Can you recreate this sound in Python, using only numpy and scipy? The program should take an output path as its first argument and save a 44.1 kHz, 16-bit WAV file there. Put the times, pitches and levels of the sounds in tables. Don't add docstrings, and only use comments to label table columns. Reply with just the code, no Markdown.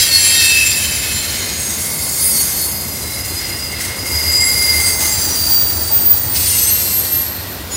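import sys
import numpy as np
from scipy import signal
from scipy.fft import irfft, next_fast_len
from scipy.io import wavfile
from scipy.ndimage import uniform_filter1d, map_coordinates

SR = 44100
rng = np.random.default_rng(int(sys.argv[2]) if len(sys.argv) > 2 else 0)


def output_pcm(signal):
    pcm = np.clip(np.atleast_2d(signal).T, -1, 1) * 32767
    wavfile.write(sys.argv[1], SR, np.round(pcm).astype(np.int16))


N = 342216
T = np.arange(N) / SR
FREQS = np.fft.rfftfreq(2 * next_fast_len(N // 2 + SR // 4), 1 / SR) + 1e-3


def undb(db):
    return 10 ** (np.asarray(db) / 20)


def colour(rows):
    hz, db = np.transpose(rows)
    return undb(np.interp(np.log(FREQS), np.log(hz), db))


def noise(gain):
    x = irfft(gain * np.exp(2j * np.pi * rng.random(len(gain))))
    return x / x.std()


def wander(hz, t=T):
    points = int((t[-1] - t[0]) * hz * 2) + 4
    smooth = signal.resample_poly(rng.standard_normal(points), 8, 1)
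    return np.interp(t, t[0] + np.arange(len(smooth)) / (hz * 16), smooth)


def flutter(hz, t):
    return (wander(hz, t) + 1j * wander(hz, t)) / np.sqrt(2)


# f/Hz, density/dB
FAR_SPECTRUM = [(900, -41), (1400, 2.5), (2000, 1), (3000, -0.5), (4400, 1), (6000, -4.5), (8500, -12),
                (11000, -8), (13500, -19), (14600, -4), (15500, -20)]


def far_hiss(level_db=-33):
    return noise(colour(FAR_SPECTRUM))[:N] * undb(level_db + 2.0 * wander(3))


# t/s, half length to 1/e /s, boom rise/dB, drone rise/dB, roar rise/dB
WAGON_RISES = [(0, .4, .5, 2, -1.3), (1.0, .5, 2.5, 8.5, .6), (2.1, 0.58, -2, 10.5, 0.2),
               (2.85, 0.14, 0.5, 10, -1), (3.25, 0.18, 3, 0, -0.5), (4.903, 1, 3.5, 0, 2.5),
               (6.4, 0.42, 4, 0, .3), (7.5, .5, .8, 0, .8)]


def wagon_rises():
    return sum(np.outer(rises_db, np.exp(-((T - s) / half_s) ** 2))
               for s, half_s, *rises_db in WAGON_RISES)


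# f/Hz, density/dB
ROAR_SPECTRUM = [(76, -39), (130, -9), (162, -2.5), (236, -2), (312, -1.5), (384, -3.5), (503, -5.5),
                 (544, -4.5), (658, -6.5), (895, -8), (1080, -8), (1400, -13.5), (1820, -17.5),
                 (3080, -120)]


def rail_roar(rise_db, level_db=-33):
    return noise(colour(ROAR_SPECTRUM))[:N] * undb(level_db + rise_db + 0.92 * wander(8))


# f/Hz, density/dB
DRONE_SPECTRUM = [(90, -36), (135, -0.5), (175, -9), (215, 0.5), (260, -23), (500, -70)]


def body_drone(rise_db, level_db=-46):
    return noise(colour(DRONE_SPECTRUM))[:N] * undb(level_db + rise_db)


# f/Hz, density/dB
BOOM_SPECTRUM = [(13, -54), (22, -34), (61, -3.5), (75, 3), (92, 3), (129, -8.5), (170, -16.5), (220, -32),
                 (370, -120)]


def wagon_boom(rise_db, level_db=-32.5, turn_hz=4.6, throb=0.17):
    turn = np.cos(2 * np.pi * turn_hz * T + wander(0.98))
    boom = noise(colour(BOOM_SPECTRUM))[:N]
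    boom /= np.sqrt(uniform_filter1d(boom ** 2, SR // 6))
    return boom * (1 + throb * turn) * undb(level_db + rise_db)


# f/Hz, level/dB relative
GEAR_MODES = [(335, -4), (660, -3), (770, -5), (850, 5.5), (925, 0), (1060, -8)]


def gear_rattle(centre_s=5.34, half_length_s=0.9, level_db=-39, taps_per_s=45, ring_s=0.021):
    taps = (rng.random(N) < taps_per_s / SR) * rng.standard_normal(N)
    t = T[:SR // 8]
    modes = sum(undb(db) * np.sin(2 * np.pi * hz * t) for hz, db in GEAR_MODES)
    rattle = signal.fftconvolve(taps, modes * np.exp(-t / ring_s))[:N]
    passing = np.exp(-((T - centre_s) / half_length_s) ** 2)
    return rattle / rattle.std() * undb(level_db) * passing


# t/s, level/dB
FRAME_THUMPS = [(4.16, -23), (4.29, -22), (4.79, -23), (5.77, -24), (6.4, -24), (6.49, -24)]


def frame_thumps(thump_hz=80, half_length_s=0.028):
    out = np.zeros(N)
    for s, db in FRAME_THUMPS:
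        push = np.exp(-((T - s) / half_length_s) ** 2)
        out += undb(db) * push * np.sqrt(2) * np.sin(2 * np.pi * (thump_hz * T + rng.random()))
    return out


SPEED_M_S, TRACK_M, SOUND_M_S = 15, 14, 343
NEAREST_S = {"A": .25, "B": 2.85, "C": 5.2, "D": 6.45, "E": 6.5, "F": 8.6}


def passage(wheel, t):
    metres = np.hypot(SPEED_M_S * (t - NEAREST_S[wheel]), TRACK_M)
    return metres / TRACK_M, t - (metres - TRACK_M) / SOUND_M_S


def squeal(wheel, hz, gain, halo_db, flicker_db, rough=0.41, flutter_hz=26,
           halo_width=.014, halo_follow=.65, halo_s=0.075, far_power=1.5):
    out = np.zeros(N)
    live = np.flatnonzero(gain > gain.max() / 100)
    span = slice(live[0], live[-1] + SR // 4)
    t = T[span]
    distance, sent = passage(wheel, t)

    swing = gain[span] * undb(flicker_db * np.tanh(wander(7, t)))
    scatter = rough * distance
    path = (1 + scatter * flutter(flutter_hz, t)) / np.hypot(1, scatter)
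    line = swing * path * np.exp(2j * np.pi * hz * sent)

    keep = np.exp(-1 / (halo_s * SR))
    lingering = np.sqrt(signal.lfilter([1 - keep], [1, -keep], swing ** 2 + 1e-18))
    spread_hz = 60 + halo_width * min(hz, 9000)
    halo_time = t + halo_follow * (sent - t)
    phase = 2 * np.pi * hz * halo_time + .7 * wander(spread_hz, t)
    halo = lingering * flutter(spread_hz, t) * np.exp(1j * phase)

    wet = undb(halo_db) * distance ** far_power
    out[span] = np.sqrt(2) * (line + wet * halo).real / np.hypot(1, wet)
    return out


def swell(start_s, end_s, growth_db_per_s, decay_db_per_s):
    before_s, after_s = np.maximum(start_s - T, 0), np.maximum(T - end_s, 0)
    return undb(-growth_db_per_s * before_s - decay_db_per_s * after_s)


def burst(s, length_s):
    return np.exp(-(np.sqrt(2) * (T - s) / length_s) ** 4)


BITE_DB_PER_S, SLACKEN_DB_PER_S, GRIND_FALLOFF = 380, 66, 1.35
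# wheel, start/s, end/s, relative level/dB at the nearest point
FLANGE_CONTACTS = [("A", 0, .02, -16.5), ("A", 0.115, 0.49, -19), ("A", .5, 1.55, -20.5),
                   ("B", 1.6, 2.425, -20.5), ("B", 2.2, 2.3, -19.5), ("B", 2.45, 2.66, -23),
                   ("B", 2.7, 3.2, -28), ("B", 3.25, 3.72, -26), ("C", 3.81, 3.81, -17),
                   ("C", 3.9, 4.05, -23), ("C", 4.06, 4.9, -19.5), ("C", 5.0, 5.07, -19),
                   ("C", 5.1, 5.55, -21.5), ("C", 5.6, 6.27, -24), ("E", 6.36, 6.72, -22.5),
                   ("E", 6.75, 6.92, -24.5), ("E", 6.95, 7.22, -27), ("E", 7.3, 7.65, -35.5),
                   ("E", 7.72, 8.5, -28)]


def flange_force(wheel):
    contacts = [undb(db) * swell(start_s, end_s, BITE_DB_PER_S, SLACKEN_DB_PER_S)
                for name, start_s, end_s, db in FLANGE_CONTACTS if name == wheel]
    return np.max(contacts, axis=0) / passage(wheel, T)[0] ** GRIND_FALLOFF


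# f/Hz, then density/dB for wheels A, B, C, E
GRIND_SPECTRA = [(1180, -18.5, -47, -9.5, -14), (1880, -6.5, -4, -8.5, -16), (2280, -6.5, -13.5, -11.5, -8),
                 (3630, -7.5, -7, -10, -7), (4270, -2, -4.5, -4, -2), (5900, -5.5, -3, -1, -3.5),
                 (8200, -8, -2, -3, -3.5), (10600, -7.5, -2, -2.5, -3.5), (12900, -10.5, -2, -7.5, -7.5),
                 (15600, -13, -5, -4.5, -8)]
RUNG_MODES = {"A": [(1550, 11), (1873, 13.5), (2142, 12.5), (3143, 5), (3208, 19), (3875, 17), (4425, 10),
              (4855, 1), (4952, 17.5), (5824, 15), (7579, 5), (8376, 11), (8484, 20), (9259, 18.5),
              (10626, 18), (10777, 2), (11487, 15), (11907, -2), (12801, 7), (13738, 13)], "B": [(4360, 15),
              (5404, 8), (6276, 7), (6438, 12), (6524, 15), (7116, 11), (7719, 8), (8096, 12), (8204, 12),
              (8699, 16), (9011, 16), (9646, -2), (9722, 17.5), (10206, 17), (10809, 19), (11423, 17),
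              (12629, 3), (12833, 6), (13156, 9), (13727, 8), (14416, 8), (14836, 10)], "C": [(4705, 20.5),
              (4844, 7), (8354, 7), (9549, -12), (9808, -6), (12919, 3), (13006, 1), (13684, 8)],
              "E": [(3380, 6), (3886, 1), (5286, -2), (6190, -5), (6556, 8), (6998, 11), (7547, -2),
              (7956, 15.5), (8064, 11), (8354, 9), (8548, 1), (9000, 17), (11025, 13), (11983, 4)]}


def grinding(wheel, column, level_db, ring_db, ripple_db, spots=2):
    force = flange_force(wheel)
    shape = colour(np.array(GRIND_SPECTRA)[:, [0, column]])
    low_cut = 1 / (1 + (1100 / FREQS) ** 4)
    weak_hz = np.arange(0, SR / 2, 40)
    contact = wander(4)
    scrape = 0
    for spot in range(spots):
        ripple = np.interp(FREQS, weak_hz, rng.standard_normal(len(weak_hz)))
        spot_noise = noise(shape * low_cut * undb(ripple_db * ripple))[:N]
        scrape += spot_noise * np.cos(contact + np.pi * (spot + .5) / spots)

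    read_at = 2 * SR * passage(wheel, T)[1]
    heard = map_coordinates(signal.resample_poly(scrape, 2, 1), [read_at], order=3, mode="mirror")
    judder = undb(1.1 * wander(32))
    out = heard / heard.std() * force * judder * undb(level_db)

    drive = force ** 2 / force.max()
    for hz, db in RUNG_MODES[wheel]:
        gain = drive * np.interp(hz, FREQS, shape) * undb(db + ring_db)
        out += squeal(wheel, hz, gain, halo_db=-4.0, flicker_db=9.5)
    return out


# wheel, f/Hz at rest, loudest t/s, length/s, level/dB
SINGLE_SQUEALS = [("A", 4338, .17, .12, -17.5), ("A", 4425, .25, .5, -26), ("A", 5824, .35, .4, -29),
                  ("A", 4352, .38, .24, -25), ("A", 3725, .45, .14, -21), ("A", 5071, .5, .2, -24),
                  ("C", 4085, 1.25, .4, -32), ("C", 6420, 1.52, .35, -28), ("A", 8520, 1.55, .26, -30),
                  ("B", 8311, 1.95, .25, -31), ("C", 4780, 2.22, .1, -30), ("B", 9722, 2.29, .16, -23),
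                  ("B", 8311, 2.3, .18, -19), ("B", 4360, 2.38, .08, -32), ("B", 4360, 2.6, .18, -33),
                  ("B", 4050, 3.08, .25, -41), ("C", 6135, 3.83, .06, -30), ("C", 8035, 3.83, .06, -28),
                  ("F", 2690, 4.0, 1.8, -43), ("F", 1935, 4.1, 1.6, -37), ("C", 7425, 4.42, .14, -21),
                  ("C", 11315, 4.6, .8, -29), ("C", 10508, 4.68, .42, -23), ("C", 8354, 4.91, .14, -25),
                  ("C", 6395, 4.97, .22, -26), ("C", 7400, 5.19, .15, -22), ("C", 5900, 5.33, .05, -27),
                  ("C", 6020, 5.3, .5, -30), ("B", 8690, 6.4, 1.2, -30), ("E", 9065, 6.49, .24, -23),
                  ("E", 6190, 6.64, .12, -26), ("E", 8548, 6.665, .06, -17), ("B", 1950, 6.8, 1.2, -42),
                  ("B", 4380, 7.0, .7, -39), ("F", 4960, 7.75, .05, -28), ("F", 6710, 7.75, .05, -26),
                  ("F", 9830, 7.75, .06, -30)]


def single_squeals():
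    return sum(squeal(wheel, hz, undb(db) * burst(s, length_s), halo_db=-7.0, flicker_db=5.5)
               for wheel, hz, s, length_s, db in SINGLE_SQUEALS)


# mode, full from/s, until/s, growth/(dB/s), decay/(dB/s), level/dB before surges
SURGING_SQUEALS = [("howl", .02, .7, 200, 19, -28), ("howl", 0.54, .59, 77, 90, -12),
                   ("howl", 1.05, 1.12, 200, 200, -26.5), ("shriek", 0, 0.66, 200, 20, -22.5),
                   ("whistle", .15, 0.65, 41, 19, -23), ("whistle", .9, 1.11, 30, 60, -27.5),
                   ("sizzle", 2.28, 2.45, 25, 15, -24), ("sing", .9, 3.96, 50, 20, -36.5),
                   ("sing", 4.7, 5.1, 11.6, 190, -24), ("screech", 2.2, 3.7, 9.8, 70, -32.5),
                   ("screech", 4.285, 4.705, 46, 39, -16.5), ("screech", 5.1, 5.7, 65, 18, -24.5),
                   ("needle", 5.5, 6.27, 20, 24, -18.5), ("needle", 6.9, 7.4, 30, 15, -32),
                   ("keen", 6.4, 7.22, 330, 100, -20.5)]
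# mode, t/s, length/s, change/dB
PRESSURE_SURGES = [("shriek", .01, 0.044, 5.6), ("whistle", 0.294, 0.096, 6.4), ("shriek", .3, 0.14, 5.7),
                   ("shriek", 0.687, 0.047, 6), ("shriek", 1.16, .07, 8), ("sizzle", 2.28, .05, 7),
                   ("sizzle", 2.39, 0.048, 7), ("screech", 3.43, 0.39, 5.3), ("screech", 4.73, .07, 4),
                   ("screech", 4.98, .07, -6), ("sing", 4.44, 0.063, 5.8), ("sing", 4.74, 0.11, 6),
                   ("sing", 5.0, .06, -7), ("screech", 5.56, .1, 5.2), ("needle", 5.57, 0.11, 7.5),
                   ("needle", 5.84, 0.075, -3), ("needle", 5.95, 0.053, 10), ("needle", 6.075, .075, 12),
                   ("needle", 6.19, 0.07, 4), ("keen", 6.595, 0.066, 9), ("keen", 6.74, .08, 8.3),
                   ("keen", 6.97, 0.052, 6.6), ("keen", 7.15, 0.083, 4)]


def squeal_strength(mode):
    held = [undb(db) * swell(start_s, end_s, growth, decay)
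            for name, start_s, end_s, growth, decay, db in SURGING_SQUEALS if name == mode]
    surge_db = sum(db * burst(s, length_s) for name, s, length_s, db in PRESSURE_SURGES if name == mode)
    return np.max(held, axis=0) * undb(surge_db)


LOCKED_MODES = {"howl": ("A", 2657), "shriek": ("A", 7493), "whistle": ("A", 10152), "sizzle": ("B", 11832),
                "sing": ("C", 2056), "screech": ("C", 4780), "needle": ("D", 14670), "keen": ("E", 12962)}


def surging_squeals():
    return sum(squeal(wheel, hz, squeal_strength(mode), halo_db=-9, flicker_db=2.5, rough=0.35)
               for mode, (wheel, hz) in LOCKED_MODES.items())


def scene():
    boom_rise_db, drone_rise_db, roar_rise_db = wagon_rises()
    out = far_hiss() + rail_roar(roar_rise_db) + body_drone(drone_rise_db) + wagon_boom(boom_rise_db)
    out += gear_rattle() + frame_thumps()
    out += grinding("A", column=1, level_db=3.5, ring_db=-22.5, ripple_db=6.0)
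    out += grinding("B", column=2, level_db=2, ring_db=-24, ripple_db=7.0)
    out += grinding("C", column=3, level_db=3.5, ring_db=-23.5, ripple_db=5)
    out += grinding("E", column=4, level_db=5, ring_db=-22.0, ripple_db=6.0)
    out += single_squeals() + surging_squeals()
    return np.array([out, out])


TOP_HZ = 15750


def record(dry):
    low_pass = signal.ellip(12, .1, 80, TOP_HZ, fs=SR, output="sos")
    return signal.sosfilt(low_pass, np.clip(dry, -1, 1))


dry = scene()
out = record(dry)
output_pcm(out)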